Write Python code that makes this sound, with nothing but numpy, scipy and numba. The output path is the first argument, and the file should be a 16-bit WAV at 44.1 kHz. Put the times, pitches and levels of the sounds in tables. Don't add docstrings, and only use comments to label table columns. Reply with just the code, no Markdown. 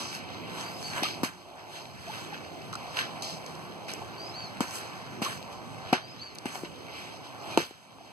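import sys
import numpy as np
from scipy import signal
from scipy.fft import rfft, irfft, next_fast_len
from scipy.io import wavfile
from scipy.ndimage import uniform_filter1d
from numba import njit

SR = 44100
rng = np.random.default_rng(int(sys.argv[2]) if len(sys.argv) > 2 else 0)


def linear_from_db(decibels):
    return 10 ** (np.asarray(decibels, float) / 20)


def log_audio(samples):
    frames = np.atleast_2d(samples).T
    limited = np.clip(frames, -1, 1)
    pcm = np.round(limited * 32767).astype(np.int16)
    wavfile.write(sys.argv[1], SR, pcm)


N = 358091
STEP = 32
TIME = np.arange(N // STEP + 1) * STEP / SR
SAMPLE_TIME = np.arange(N) / SR


@njit
def svf(x, hz, width):
    y, b, l = np.empty(len(x)), 0., 0.
    g, k = np.tan(np.pi * hz / SR), width / hz
    for i in range(len(x)):
        v = (b + g * (x[i] - l)) / (1 + g * (g + k))
        b, l, y[i] = 2 * v - b, l + 2 * g * v, k * v
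    return y


def band(x, hz, width_hz):
    return svf(svf(x, 1. * hz, 1. * width_hz), 1. * hz, 1. * width_hz)


def unit(x):
    return x / np.sqrt(np.mean(x ** 2))


def on_log(hz, table):
    table_hz, values = np.transpose(table)
    return np.interp(np.log(hz), np.log(table_hz), values)


def curves(table):
    s, *columns = np.transpose(table)
    return [np.interp(TIME, s, c) for c in columns]


def full(control):
    return np.interp(SAMPLE_TIME, TIME, control)


def walk(rate):
    k = int(SR / STEP / rate)
    held = np.repeat(rng.standard_normal(len(TIME) // k + 1), k)
    return 1.3 * uniform_filter1d(uniform_filter1d(held, k), k)[:len(TIME)]


def seconds(length):
    return np.arange(int(length * SR)) / SR


def add(out, x, s):
    i = int(s * SR)
    out[:, i:i + x.shape[-1]] += x[..., :N - i]


# frequency in Hz, likeness from 0 to 1.
CHANNEL_LIKENESS = [(40, 0), (130, 0.58), (260, 0.58), (450, 0.21), (1000, 1), (1550, 0.67), (2050, 0.96),
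                    (2700, 0.99), (3600, 1), (12000, 0.99)]


def pair(noise, hz, width_hz, db, count=0):
    alike = np.clip(on_log(hz, CHANNEL_LIKENESS), 0, 1)
    mid = np.sqrt(1 + alike) * band(noise[-count % 3], hz, width_hz)
    side = 0 * mid
    if alike < 1:
        side = np.sqrt(1 - alike) * band(noise[(1 - count) % 3], hz, width_hz)
    return np.array([mid + side, mid - side]) * (full(linear_from_db(db)) / np.sqrt(np.mean(mid ** 2 + side ** 2)))


# start in seconds, peak in dB, thud pitch in Hz, crack in dB over the knock,
# thud in dB over the pole's ring.
BLOWS = [(1.0231, -21, 297, -20, 15), (1.033, -18.5, 790, 1.5, -3), (1.233, -14.5, 254, -3.5, -0.5),
         (4.606, -13.5, 232, -5, -1), (4.6108, -22, 345, -22, -0.5), (5.2183, -17.5, 224, -9, -2),
         (5.9272, -9.5, 253, -15, 11), (5.9304, -7.5, 737, -12.5, 2), (6.4561, -21, 258, -11, -1.5),
         (6.5551, -24.5, 740, -6, -1), (7.5747, -5, 340, -8.5, -5), (7.6021, -24.5, 440, -9, -4),
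         (7.709, -34.5, 367, -9, 3), (7.985, -39, 835, -27, 2), (6.634, -22.5, 343, -26, 9)]
# frequency in Hz, level in dB, 60 dB decay in seconds.
POLE_MODES = [(160.7, -14.5, 0.14), (363, -8, 0.12), (530, -7.5, 0.062), (734, -0.5, 0.038),
              (851, 4.5, 0.022), (1176, -3, 0.026), (1430, -8, 0.024), (2330, -1, 0.014), (2710, -7, 0.015)]


def knocks():
    out, t = np.zeros((2, N)), seconds(.12)
    modes_hz, modes_db, t60 = np.transpose(POLE_MODES)
    for s, peak_db, thud_hz, crack_db, thud_db in BLOWS:
        hz = modes_hz * (1 + 0.056 * rng.standard_normal(len(modes_hz)))
        gain = linear_from_db(modes_db + 3.2 * rng.standard_normal((2, len(hz))))
        ring = -gain @ (np.sin(2 * np.pi * hz[:, None] * t) * 1000 ** (-t / t60[:, None]))

        squash = 0.72 * np.exp(-(t * thud_hz / 1.18) ** 2) + 0.36 * np.exp(-t / 0.0067)
        thud = np.sin(2 * np.pi * thud_hz * t - .9) * squash
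        thud_gain = linear_from_db(thud_db + np.array([[1.5], [-2.5]]))
        body = (ring / np.abs(ring).max() + thud_gain * thud) * (1 - np.exp(-t / 0.00024))

        crack = band(rng.standard_normal(len(t)), 2500, 10200)
        crack = crack * (2.4 * np.exp(-t / 0.0011) + 0.23 * np.exp(-t / 0.0026))

        bumps = np.repeat(rng.standard_normal(len(t) // 150 + 1), 150)[:len(t)]
        grit = rng.standard_normal(len(t)) * linear_from_db(2.5 * bumps)
        slide = unit(band(grit, 530, 3100)) * (t / .022) ** 0.99 * np.exp(1.5 - t / 0.013)

        blow = body / np.abs(body).max() + linear_from_db(crack_db - 6.0) * crack + linear_from_db(-29) * slide
        add(out, blow * linear_from_db(peak_db + 0.5), s)
    return signal.sosfilt(signal.butter(2, 110, "high", fs=SR, output="sos"), out)


# start in seconds, peak in dB, centre in Hz.
TOUCHES = [(0.5207, -46, 3020), (1.854, -33.5, 2810), (2.7274, -27, 3230), (2.7366, -33.5, 4430),
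           (2.7416, -35, 4480), (2.7538, -28, 4660), (2.9472, -37, 2550), (2.97, -19.5, 2560),
           (2.9883, -16, 2500), (3.0024, -35, 2500), (3.0102, -23, 2720), (3.222, -26.5, 4630),
           (3.462, -30.5, 4860), (3.5525, -38.5, 4170), (3.8811, -33, 2800), (3.936, -28, 5630),
           (4.7082, -29, 4230), (5.2474, -20.5, 4500), (5.7837, -39, 2590), (6.35, -39.5, 7500),
           (6.355, -36.5, 4500), (6.3843, -28, 4400), (6.558, -37.5, 2870), (7.2509, -46, 2700),
           (7.5334, -38, 2600)]


def ticks():
    out, t = np.zeros((2, N)), seconds(.25)
    fade = 1.06 * np.exp(-t / 0.00035) + 0.29 * 1000 ** (-t / 0.022)
    for s, peak_db, hz in TOUCHES:
        snap = unit(band(rng.standard_normal(len(t)), hz, 0.95 * hz))
        add(out, linear_from_db(peak_db + 1.5) * snap * fade, s + 0.00064)
    return out


# start in seconds, length in seconds, start and end pitch in Hz, peak in dB.
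AIR_WHOOPS = [
    (2.071, 0.026, 630, 738, -37),
    (2.093, 0.018, 816, 910, -34),
    (2.324, 0.015, 900, 755, -34),
    (4.018, .007, 795, 800, -30.5),
    (8.007, 0.01, 740, 710, -40.5),
]


def whoops():
    out = np.zeros((2, N))
    for s, length, start_hz, end_hz, db in AIR_WHOOPS:
        size = int(length * SR)
        tone = np.sin(2 * np.pi * np.cumsum(np.linspace(start_hz, end_hz, size)) / SR)
        add(out, linear_from_db(db) * tone * np.hanning(size) ** 0.36, s)
    return out


# start in seconds, length in seconds, centre in Hz,
# width as a share of the centre from 0 to 1, level in dB.
FOAM_SQUEAKS = [
    (.0, 0.2, 5030, 0.7, -37.5),
    (1.049, 0.025, 1275, 0.12, -29),
    (2.73, 0.013, 1290, 0.26, -31),
    (2.751, 0.014, 1300, 0.5, -31.5),
    (3.22, 0.18, 4700, 0.58, -36.5),
    (5.254, 0.032, 1150, 0.14, -28.5),
    (7.512, 0.084, 4120, 0.1, -50),
    (7.52, 0.046, 2420, 0.03, -40),
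]


def squeaks():
    out = np.zeros((2, N))
    for s, length, hz, width, db in FOAM_SQUEAKS:
        size = int(length * SR)
        noise = rng.standard_normal(16384)[:size]
        squeak = unit(band(noise, hz, max(width, .05) * hz))
        grip = np.linspace(0, 1, size) ** 0.075 * np.linspace(1, 0, size) ** 0.93
        add(out, linear_from_db(db) * squeak * grip, s)
    return out


# start in seconds, level in dB,
# seconds to fade 10 dB, sheen above 6 kHz in dB, body near 1 kHz in dB.
CONTACT_SCRAPES = [(0, -43, .07, -3, -10), (1.029, -33, 0.07, -10, -19), (1.236, -36, 0.0328, -1.5, -1.5),
                   (2.73, -38.5, 0, -8.5, 1), (3.222, -48.5, .18, 1.5, -20), (3.463, -56, 0.35, -7, 4),
                   (3.883, -45, 0.11, -5, -3), (4.606, -39.5, 0.05, -2.5, 5.5),
                   (5.222, -36.5, 0.0829, -1, -1.5), (5.929, -31.5, 0.04, -17, 0),
                   (6.456, -44.5, .07, -4, -1), (6.648, -47.5, 0.02, -10, 2),
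                   (7.579, -38.5, 0.06, -3.5, -10)]
# top in seconds, level in dB, seconds to fade 10 dB
# (negative: rise and fade trade places), sheen in dB, body in dB.
CLOTH_SWISHES = [(.15, -44.5, 0.05, -1.5, -6.5), (.33, -50.5, 0.32, -17, -9), (.6, -47.5, 0.13, 0, -8),
                 (.88, -50, 0.27, 1.5, -8.5), (.98, -43, 0.0758, -1.5, 7), (2.15, -47, 0.18, -5, -3),
                 (1.595, -56.5, 0.05, -8.5, -1.5), (1.762, -50, 0.08, -3, -9), (2.345, -48.5, 0.03, -9, -7),
                 (2.45, -57, .15, -16, -3), (2.87, -53.5, -0.24, -8, -12), (2.995, -35, .042, -8, -1),
                 (3.12, -53, 0.64, -10.5, -12), (4.3, -55, 0.65, -10, 4), (5.53, -54.5, -0.03, -1, 2),
                 (4.759, -48, 0.09, 8.5, -3.5), (4.87, -53, 0.57, -8.5, -0.5), (5.89, -52.5, 0.13, -11, 0),
                 (6.2, -54.5, 0.23, -12, -8), (6.55, -51, 0.09, 5, 1), (6.991, -47.5, 0.16, -10, -17),
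                 (7.26, -54, 0.05, -10, -7), (7.52, -48.5, 0.13, -6.5, -8), (8.05, -69.5, 1, -4, -14.5)]


def rub_controls():
    rows = [(row, 0.00064) for row in CONTACT_SCRAPES]
    rows += [(row, 0.8 * row[2]) for row in CLOTH_SWISHES]
    power = []
    for (s, db, fade, _, _), rise in rows:
        fall = np.maximum((s - TIME) / rise, (TIME - s) / fade)
        power.append(linear_from_db(2 * (db - 10 * fall)))
    power.append(linear_from_db(2 * (-60.5 + .3 * duck_db())))
    power = np.array(power)
    colours = np.array([row[3:] for row, _ in rows] + [(-4.5, -6.5)])
    sheen_db, body_db = colours.T @ power / power.sum(0)
    return 10 * np.log10(power.sum(0)), sheen_db, body_db


def rustle():
    level_db, sheen_db, body_db = rub_controls()
    slips = linear_from_db(1.42 * np.repeat(rng.exponential(size=N // 40 + 1), 40)[:N])
    noise = slips * rng.standard_normal((3, N))
    bands = [(600, body_db - 6.0), (1000, body_db - 0.5), (1600, body_db / 2 + 3.0),
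             (2400, 0.83), (3400, 0.47), (4700, sheen_db / 3 + 1.5), (6500, sheen_db * 1.26),
             (8500, sheen_db - 3.5), (11000, sheen_db - 8.0), (14000, sheen_db - 11.0)]
    out = 0
    for k, (hz, db) in enumerate(bands):
        out = out + pair(noise, hz, hz / 2, level_db + db + 1.8 * walk(25), count=k)
    return out


# share of the note from 0 to 1, fundamental in Hz, level in dB.
RISING_NOTE = [(0, 1470, -8), (.1, 1535, 0), (.45, 1620, -0.5), (.8, 1700, 3), (1, 1740, -10)]
ARCHING_NOTE = [(0, 1930, -9), (.1, 2080, -4), (.25, 2287, -1.5), (.5, 2290, -1), (.7, 2220, -6),
                (1, 2060, -12)]
# start in seconds, length in seconds, level in dB.
RISING_TIMES = [
    (.63, .18, -55),
    (4.171, .15, -50),
    (6.01, .14, -56),
]
ARCHING_TIMES = [
    (.815, 0.12, -46),
    (4.329, 0.15, -44),
    (6.184, .13, -48),
]


def bird():
    notes = []
    for shape, times in ((RISING_NOTE, RISING_TIMES), (ARCHING_NOTE, ARCHING_TIMES)):
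        for s, length, db in times:
            notes.append((np.array(shape) * [length, 1, 1] + [s, 0, db]).tolist())
    notes.sort()
    hz, db = curves(np.concatenate(notes))
    on = sum((TIME > note[0][0]) & (TIME < note[-1][0]) for note in notes)

    phase = 2 * np.pi * np.cumsum(full(hz * (1 + .005 * walk(150)))) / SR
    overtones = ((2, 0.1), (3, 0.1), (4, -3.))  # harmonic, dB
    voice = sum(linear_from_db(k_db) * np.sin(k * phase) for k, k_db in overtones)
    breath = full(on * linear_from_db(db + 4.5) * (1 + .35 * walk(300)))
    out = breath * band(voice, 4550, 1350)

    t = seconds(.2)
    trees = rng.standard_normal(len(t)) * 1000 ** (-t / .16)
    return out + linear_from_db(0.5) * signal.oaconvolve(out, trees / np.linalg.norm(trees))[:N]


# frequency in Hz, level in dB per Hz.
ROAD_COLOUR = [(35, -36), (60, -3.5), (110, 2), (200, -2), (360, 0.5), (520, -4), (750, 2), (1100, -5),
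               (1550, -22), (2200, -8.5), (4000, -36), (6500, -24), (10000, -39), (16000, -35)]
# time in seconds, roar in dB.
ROAD_ROAR = [(0, -41.5), (.18, -47), (.34, -43.5), (1.0, -44.5), (2.3, -45), (2.7, -46), (2.95, -45.5),
             (3.6, -47), (4.0, -46.5), (5.3, -46.5), (5.8, -45.5), (6.9, -47.5), (7.26, -48.5), (7.55, -44),
             (8.12, -44)]
# frequency in Hz, width in Hz, level in dB over the roar.
ENGINE_DRONE = [(112, 7, -13), (157, 5, -13), (360, 8, -17)]


def traffic():
    roar_db = curves(ROAD_ROAR)[0] + duck_db()
    rumble_db = roar_db - 5.5
    out, noise = 0, rng.standard_normal((3, N))
    for k, hz in enumerate(45 * 2 ** np.arange(0, 8.6, .5)):
        low = np.clip(np.log2(450 / hz), 0, 1)
        db = on_log(hz, ROAD_COLOUR) + 10 * np.log10(hz / 800)
        db = db + low * (rumble_db + 9.0) + (1 - low) * roar_db
        out = out + pair(noise, hz, hz / 2, db - 2.5 + 2.42 * walk(9), count=k)
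    for hz, width_hz, db in ENGINE_DRONE:
        out = out + pair(noise, hz, width_hz, roar_db + db)
    return out


# start in seconds, depth in dB, hold in seconds.
GAIN_DUCKS = [
    (1.22, 9.5, .26),
    (5.9, 5.5, 0.32),
    (7.603, 15.5, .02),
]


def duck_db():
    attack_s, recover_db_per_s = 0.099, 13.5
    ducks = []
    for s, db, hold in GAIN_DUCKS:
        drop = db * (TIME - s) / attack_s
        recover = db - recover_db_per_s * (TIME - s - attack_s - hold)
        ducks.append(np.clip(np.minimum(drop, recover), 0, db))
    return -np.max(ducks, axis=0)


def scene():
    return knocks() + ticks() + whoops() + squeaks() + rustle() + bird() + traffic()


def top_cut(x):
    return signal.sosfilt(signal.butter(12, 16480, fs=SR, output="sos"), x)


# frequency in Hz, lag in radians.
LEFT_BASS_LAG = [(40, -2.6), (130, -.85), (260, -.45), (400, -.4), (600, .35), (900, 0.05)]


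def record(dry):
    dry = [x - 0.21 * svf(x, 3730., 390.) for x in dry]
    size = next_fast_len(N + 4096)
    hz = np.maximum(np.arange(size // 2 + 1) * SR / size, 1)
    late = 2 * np.pi * hz / 1775 - np.pi
    lag = np.where(hz > LEFT_BASS_LAG[-1][0], late, on_log(hz, LEFT_BASS_LAG))
    left = irfft(rfft(dry[0], size) * np.exp(-1j * lag), size)[:N]
    wide = signal.sosfilt(signal.butter(2, 90, "high", fs=SR, output="sos"), [left, dry[1]])
    wide = signal.sosfilt(signal.cheby1(10, .5, 15300, fs=SR, output="sos"), wide)
    return top_cut(wide)


dry = scene()
out = record(dry)
log_audio(out)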